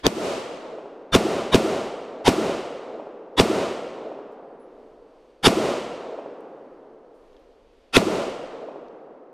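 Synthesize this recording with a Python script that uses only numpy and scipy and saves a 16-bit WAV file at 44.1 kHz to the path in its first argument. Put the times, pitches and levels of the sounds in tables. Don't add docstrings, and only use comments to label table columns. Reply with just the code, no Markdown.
import sys
import numpy as np
from scipy import signal
from scipy.fft import rfft, irfft, next_fast_len
from scipy.io import wavfile
from scipy.ndimage import map_coordinates

SR = 44100
rng = np.random.default_rng(int(sys.argv[2]) if len(sys.argv) > 2 else 0)


def pcm_store(signal):
    levels = np.round(np.clip(np.atleast_2d(signal), -1, 1) * 32767)
    wavfile.write(sys.argv[1], SR, levels.astype(np.int16).T)


N = 411453

# start_s, crack_db, echo_db, echo_tilt_db_per_octave, dip_db,
# lead_in_s, lead_in_db, lead_in_tilt_db_per_octave
SHOTS = [(0.0662, -3, 1, 2, 11, .04, -10.5, -4), (1.1506, -6.5, 1.5, 0.5, 1.5, .035, -9.5, -0.5),
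         (1.5449, -10.5, 0.5, 0.5, 0, 0.036, -12.5, -1), (2.2790, -13, 1.5, 0.5, 1.5, 0.04, -11, -0.5),
         (3.3980, -12, 2.5, 0.5, 1.5, .035, -9, -1), (5.4692, -11, 3, 1, 2, 0.046, -9.5, 0.5),
         (7.9675, -1.5, 1.5, 0.5, 1.5, 0.045, -13.5, 1)]
# delay_s, level_db, pitch_hz, fade_s
PUSHES = [(.0016, 0, 415, .0038), (.0084, -2.5, 235, .0045), (.003, -21, 70, .012), (.009, -17, 125, .011)]
# frequency_hz, level_db
CRACK_EQ = [(800, -22.5), (2000, -0.5), (3600, 2), (6000, -11), (10000, -24), (15000, -28.5)]
LEAD_IN_EQ = [(18, -31), (30, -3.5), (1330, -2.5), (2420, -10), (3680, -3), (4090, -15), (4420, -10),
              (7460, -22), (10200, -23), (15500, -49)]
# delay_s, level_db, pitch_hz, half_length_cycles
TRUNK_SLAPS = [(.019, -16, 831, 1.1), (0.036, -23, 240, 1.5), (.052, -19.5, 523, 1.7),
               (.061, -15, 391, 1.1), (.107, -15.5, 332, 3), (.117, -14, 446, 1.3),
               (.164, -16.5, 505, 0.54), (0.173, -16.5, 520, 0.71), (.184, -20.5, 387, 2.8),
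               (.202, -21, 610, 1.3), (.217, -20, 402, 1.7), (0.232, -22.5, 563, 8.7),
               (.245, -22.5, 363, 2.7), (.27, -20.5, 560, 1.5), (.297, -30.5, 600, 3.4),
               (.459, -30, 660, 0.9), (.654, -30.5, 535, 1.2), (.676, -29, 540, 1.2),
               (.72, -27.5, 678, 0.67), (.792, -28, 680, 0.82), (.864, -34.5, 589, 1)]
# delay_s, level_db
NEAR_ENVELOPE = [(0, -16), (.012, -13), (.025, -23), (.07, -27), (.22, -27), (.3, -30.5), (.4, -35),
                 (1, -53), (2.6, -97)]
# frequency_hz, level_db
NEAR_EQ = [(18, -53.5), (30, -26.5), (140, -11.5), (225, -3.5), (332, -6.5), (455, -9), (656, -6.5),
           (830, -13.5), (1360, -16.5), (1550, -22.5), (2760, -22.5), (8720, -33), (15500, -48.5)]
FAR_EQ = [(59, -88), (100, -57.5), (141, -17), (192, -17.5), (263, -7), (360, -4), (452, 0), (1300, -21),
          (3000, -47), (3900, -69), (6600, -120)]
# frequency_hz, loss_db_per_s
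DAMPING = [(50, 32), (130, 30), (230, 23.5), (380, 9.5), (700, -1.5), (3000, 8.5), (8000, 25.5),
           (15000, 59)]
# frequency_hz, likeness_ratio
ECHO_LIKENESS = [(300, 0.85), (1500, 0.87), (5000, 0.95)]
# start_s, level_db, centre_hz, t60_s
TICKS = [(4.32, -76, 8000, .12), (6.407, -65, 9000, .015), (7.14, -82, 9000, 1.5),
         (7.3304, -63, 4500, .012), (7.345, -58, 1600, .03), (7.3663, -56, 3600, .016),
         (7.4, -76, 9500, .012), (7.415, -76, 9500, .012), (8.884, -60, 4000, .015)]
# start_s, level_db, pitch_hz, width_hz, t60_s
BRASS_RINGS = [(4.598, -74, 10250, 45, .25)]
# time_s, leaves_db, rumble_db
BED_LEVELS = [(0, -51, -73), (.1, -70.5, -71), (4.2, -73, -78.5), (4.9, -65, -65.5), (6.3, -67, -75),
              (7.1, -69, -68), (7.3, -65.5, -60), (7.9, -64.5, -61), (8.8, -69, -72.5), (9.3, -73, -74.5)]
# frequency_hz, level_db
LEAVES_EQ = [(88, -46.5), (150, -17.5), (436, 0.5), (930, -15), (2000, -15.5), (3000, -15.5), (6000, -25.5),
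             (8600, -34), (12500, -38), (14500, -63.5)]
RUMBLE_EQ = [(8.8, -31.5), (15, 3), (50, -7.5), (109, -22), (150, -35.5), (200, -68), (330, -120)]
# centre_hz, width_hz, level_over_leaves_db
INSECTS = [(4550, 700, -23), (8500, 600, -30)]
# frequency_hz, gain_db
SIDE_EQ = [(60, -15), (150, -28.5), (380, -21), (950, -8), (2380, -9.5), (5980, -8), (15000, -6.5)]
# time_s, gain_db
SIDE_FADER = [(0, 3.5), (.7, 0), (.9, -12), (1.05, -47.5), (9.3, -47)]


def pistol_shots():
    t = np.arange(round(2.6 * SR)) / SR
    wood = wood_wash(t) + trunk_slaps(t)
    likeness = lambda hz: np.clip(along(ECHO_LIKENESS, hz), 0, 1)
    out = np.zeros((2, N))
    for start_s, crack_db, echo_db, tilt_db, dip_db, lead_s, lead_db, lead_tilt_db in SHOTS:
        fresh = filtered(wood_wash(t), lambda hz: np.sqrt(1 - likeness(hz) ** 2))
        echo = amp(echo_db) * np.array([filtered(wood, likeness) + fresh, wood_wash(t)])
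        late = np.clip(t / .31, 0, 1)
        echo = (1 - late) * echo + late * tilted(echo, tilt_db)
        blast = np.zeros_like(echo)
        blast[:, :2000] = [muzzle_blast(t[:2000], crack_db) for _ in range(2)]
        attack = 1 - np.exp(-(t / .004) ** 2)
        release = .88 * np.exp(-(t / .15) ** 2) + .1 * np.exp(-(t / .32) ** 2)
        add(out, start_s, amp(-dip_db * attack * release) * (echo + blast))
        add(out, start_s - lead_s, amp(lead_db) * lead_in(lead_s, lead_tilt_db))
    return out


def muzzle_blast(t, crack_db):
    out = amp(crack_db) * np.exp(-((t - .0005) / .0008) ** 4) * noise(CRACK_EQ, len(t))
    for delay_s, db, hz, fade_s in PUSHES:
        age = t - delay_s
        envelope = np.exp(-(age / np.where(age < 0, .0004, fade_s)) ** 2)
        out += amp(db) * envelope * np.cos(2 * np.pi * hz * age)
    return soft_clip(out, hardness=4)


def lead_in(length_s, tilt_db):
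    size = round(length_s * SR) + 300
    swell = np.sin(np.pi / 2 * np.arange(size) / size) ** 2.2
    swell *= np.clip(np.arange(size)[::-1] / 400, 0, 1)
    bands_hz, ragged_db = 200 * np.arange(80), 3.5 * rng.standard_normal(80)
    hiss = filtered(noise(LEAD_IN_EQ, (2, size)), lambda hz: amp(np.interp(hz, bands_hz, ragged_db)))
    return swell * tilted(unit(hiss), tilt_db, corner_hz=399.4)


def trunk_slaps(t):
    pad = 2000
    out, offset_s = np.zeros(len(t) + pad), np.arange(-pad, pad) / SR
    for delay_s, db, hz, cycles in TRUNK_SLAPS + weak_trunks(count=32):
        envelope = np.exp(-(offset_s * hz / max(cycles, 1)) ** 2)
        add(out, delay_s, amp(db) * envelope * np.cos(2 * np.pi * hz * offset_s))
    return out[pad:]


def weak_trunks(count):
    distance, level, pitch, length = rng.standard_normal((count, 4)).T
    delay_s = .09 + .4 * np.abs(distance)
    db = -25.5 - 16 * delay_s + 3 * level
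    hz = (430 + 220 * np.minimum(delay_s, 1)) * np.exp(.207 * pitch)
    cycles = 2.63 * np.exp(.5 * length)
    return list(zip(delay_s, db, hz, cycles))


def wood_wash(t):
    hz, delay_s, spectrum = signal.stft(noise(NEAR_EQ, len(t)), SR, nperseg=256)
    bloom_db = (.7 - 10 * np.exp(-(delay_s / .018) ** 2)) / (1 + (hz[:, None] / 1000) ** 4)
    loss_db = along(DAMPING, hz)[:, None] * delay_s
    near = signal.istft(spectrum * amp(bloom_db - loss_db), SR, nperseg=256)[1][:len(t)]
    far = amp(-31 - 13.42 * t) * np.clip(t / .6, 0, 1) ** 2 * noise(FAR_EQ, len(t))
    return amp(curves(NEAR_ENVELOPE, t)[0]) * near + far


def cases_and_handling():
    out, t = np.zeros(N), np.arange(SR // 3) / SR
    for start_s, db, hz, t60 in TICKS:
        band = [(hz / 3, -14), (hz, 0), (hz * 1.6, -10), (hz * 3, -40)]
        add(out, start_s, amp(db - 60 * t / t60) * noise(band, len(t)))
    for start_s, db, hz, width_hz, t60 in BRASS_RINGS:
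        band = [(hz - 4 * width_hz, -60), (hz, 0), (hz + 4 * width_hz, -60)]
        add(out, start_s, amp(db - 60 * t / t60) * noise(band, len(t)))
    return out


def background_bed():
    t = np.arange(N) / SR
    leaves_db, rumble_db = curves(BED_LEVELS, t)
    sways = [map_coordinates(points, [6 * t]) for points in rng.standard_normal((3, 60))]
    leaf_sway, rumble_sway, insect_sway = sways
    insects = np.zeros(N)
    for hz, width, db in INSECTS:
        band = [(hz - 2 * width, -90), (hz - width, -22), (hz, 0),
                (hz + width, -22), (hz + 2 * width, -90)]
        insects += amp(db) * noise(band, N)
    leaves = amp(leaf_sway) * noise(LEAVES_EQ, (2, N))
    rumble = amp(rumble_db + 1.8 * rumble_sway) * noise(RUMBLE_EQ, N)
    return amp(leaves_db) * (leaves + amp(3 * insect_sway) * insects) + rumble


def amp(db):
    return 10 ** (np.asarray(db) / 20)


def unit(x):
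    return x / np.sqrt(np.mean(x ** 2) + 1e-20)


def along(points, hz):
    points_hz, values = np.transpose(points)
    return np.interp(np.log(hz + 1), np.log(points_hz + 1), values)


def curves(rows, t):
    times_s, *columns = np.transpose(rows)
    return [np.interp(t, times_s, column) for column in columns]


def filtered(x, response):
    size = next_fast_len(x.shape[-1] + 8192)
    return irfft(rfft(x, size) * response(np.fft.rfftfreq(size, 1 / SR)), size)[..., :x.shape[-1]]


def noise(eq, size):
    return unit(filtered(rng.standard_normal(size), lambda hz: amp(along(eq, hz))))


def tilted(x, db, corner_hz=1000):
    return filtered(x, lambda hz: amp(db * np.log2(np.maximum(hz / corner_hz, 1))))


def high_cut(hz, stop_hz, width_hz):
    return np.sin(np.pi / 2 * np.clip((stop_hz - hz) / width_hz, 0, 1)) ** 2


def soft_clip(x, hardness):
    return x / (1 + np.abs(x) ** hardness) ** (1 / hardness)


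def add(track, start_s, sound):
    part = track[..., max(round(start_s * SR), 0):][..., :sound.shape[-1]]
    part += sound[..., :part.shape[-1]]


def scene():
    mid, side = pistol_shots() + background_bed()
    mid += cases_and_handling()
    below_top = lambda hz: high_cut(hz, stop_hz=11500, width_hz=1000)
    width = amp(curves(SIDE_FADER, np.arange(N) / SR)[0])
    body = width * filtered(side, lambda hz: amp(along(SIDE_EQ, hz)) * below_top(hz))
    side = body + amp(-5) * filtered(side, lambda hz: 1 - below_top(hz))
    return np.array([mid + side, mid - side])


def record(dry):
    return filtered(soft_clip(dry, hardness=8), lambda hz: high_cut(hz, stop_hz=15750, width_hz=400))


dry = scene()
out = record(dry)
pcm_store(out)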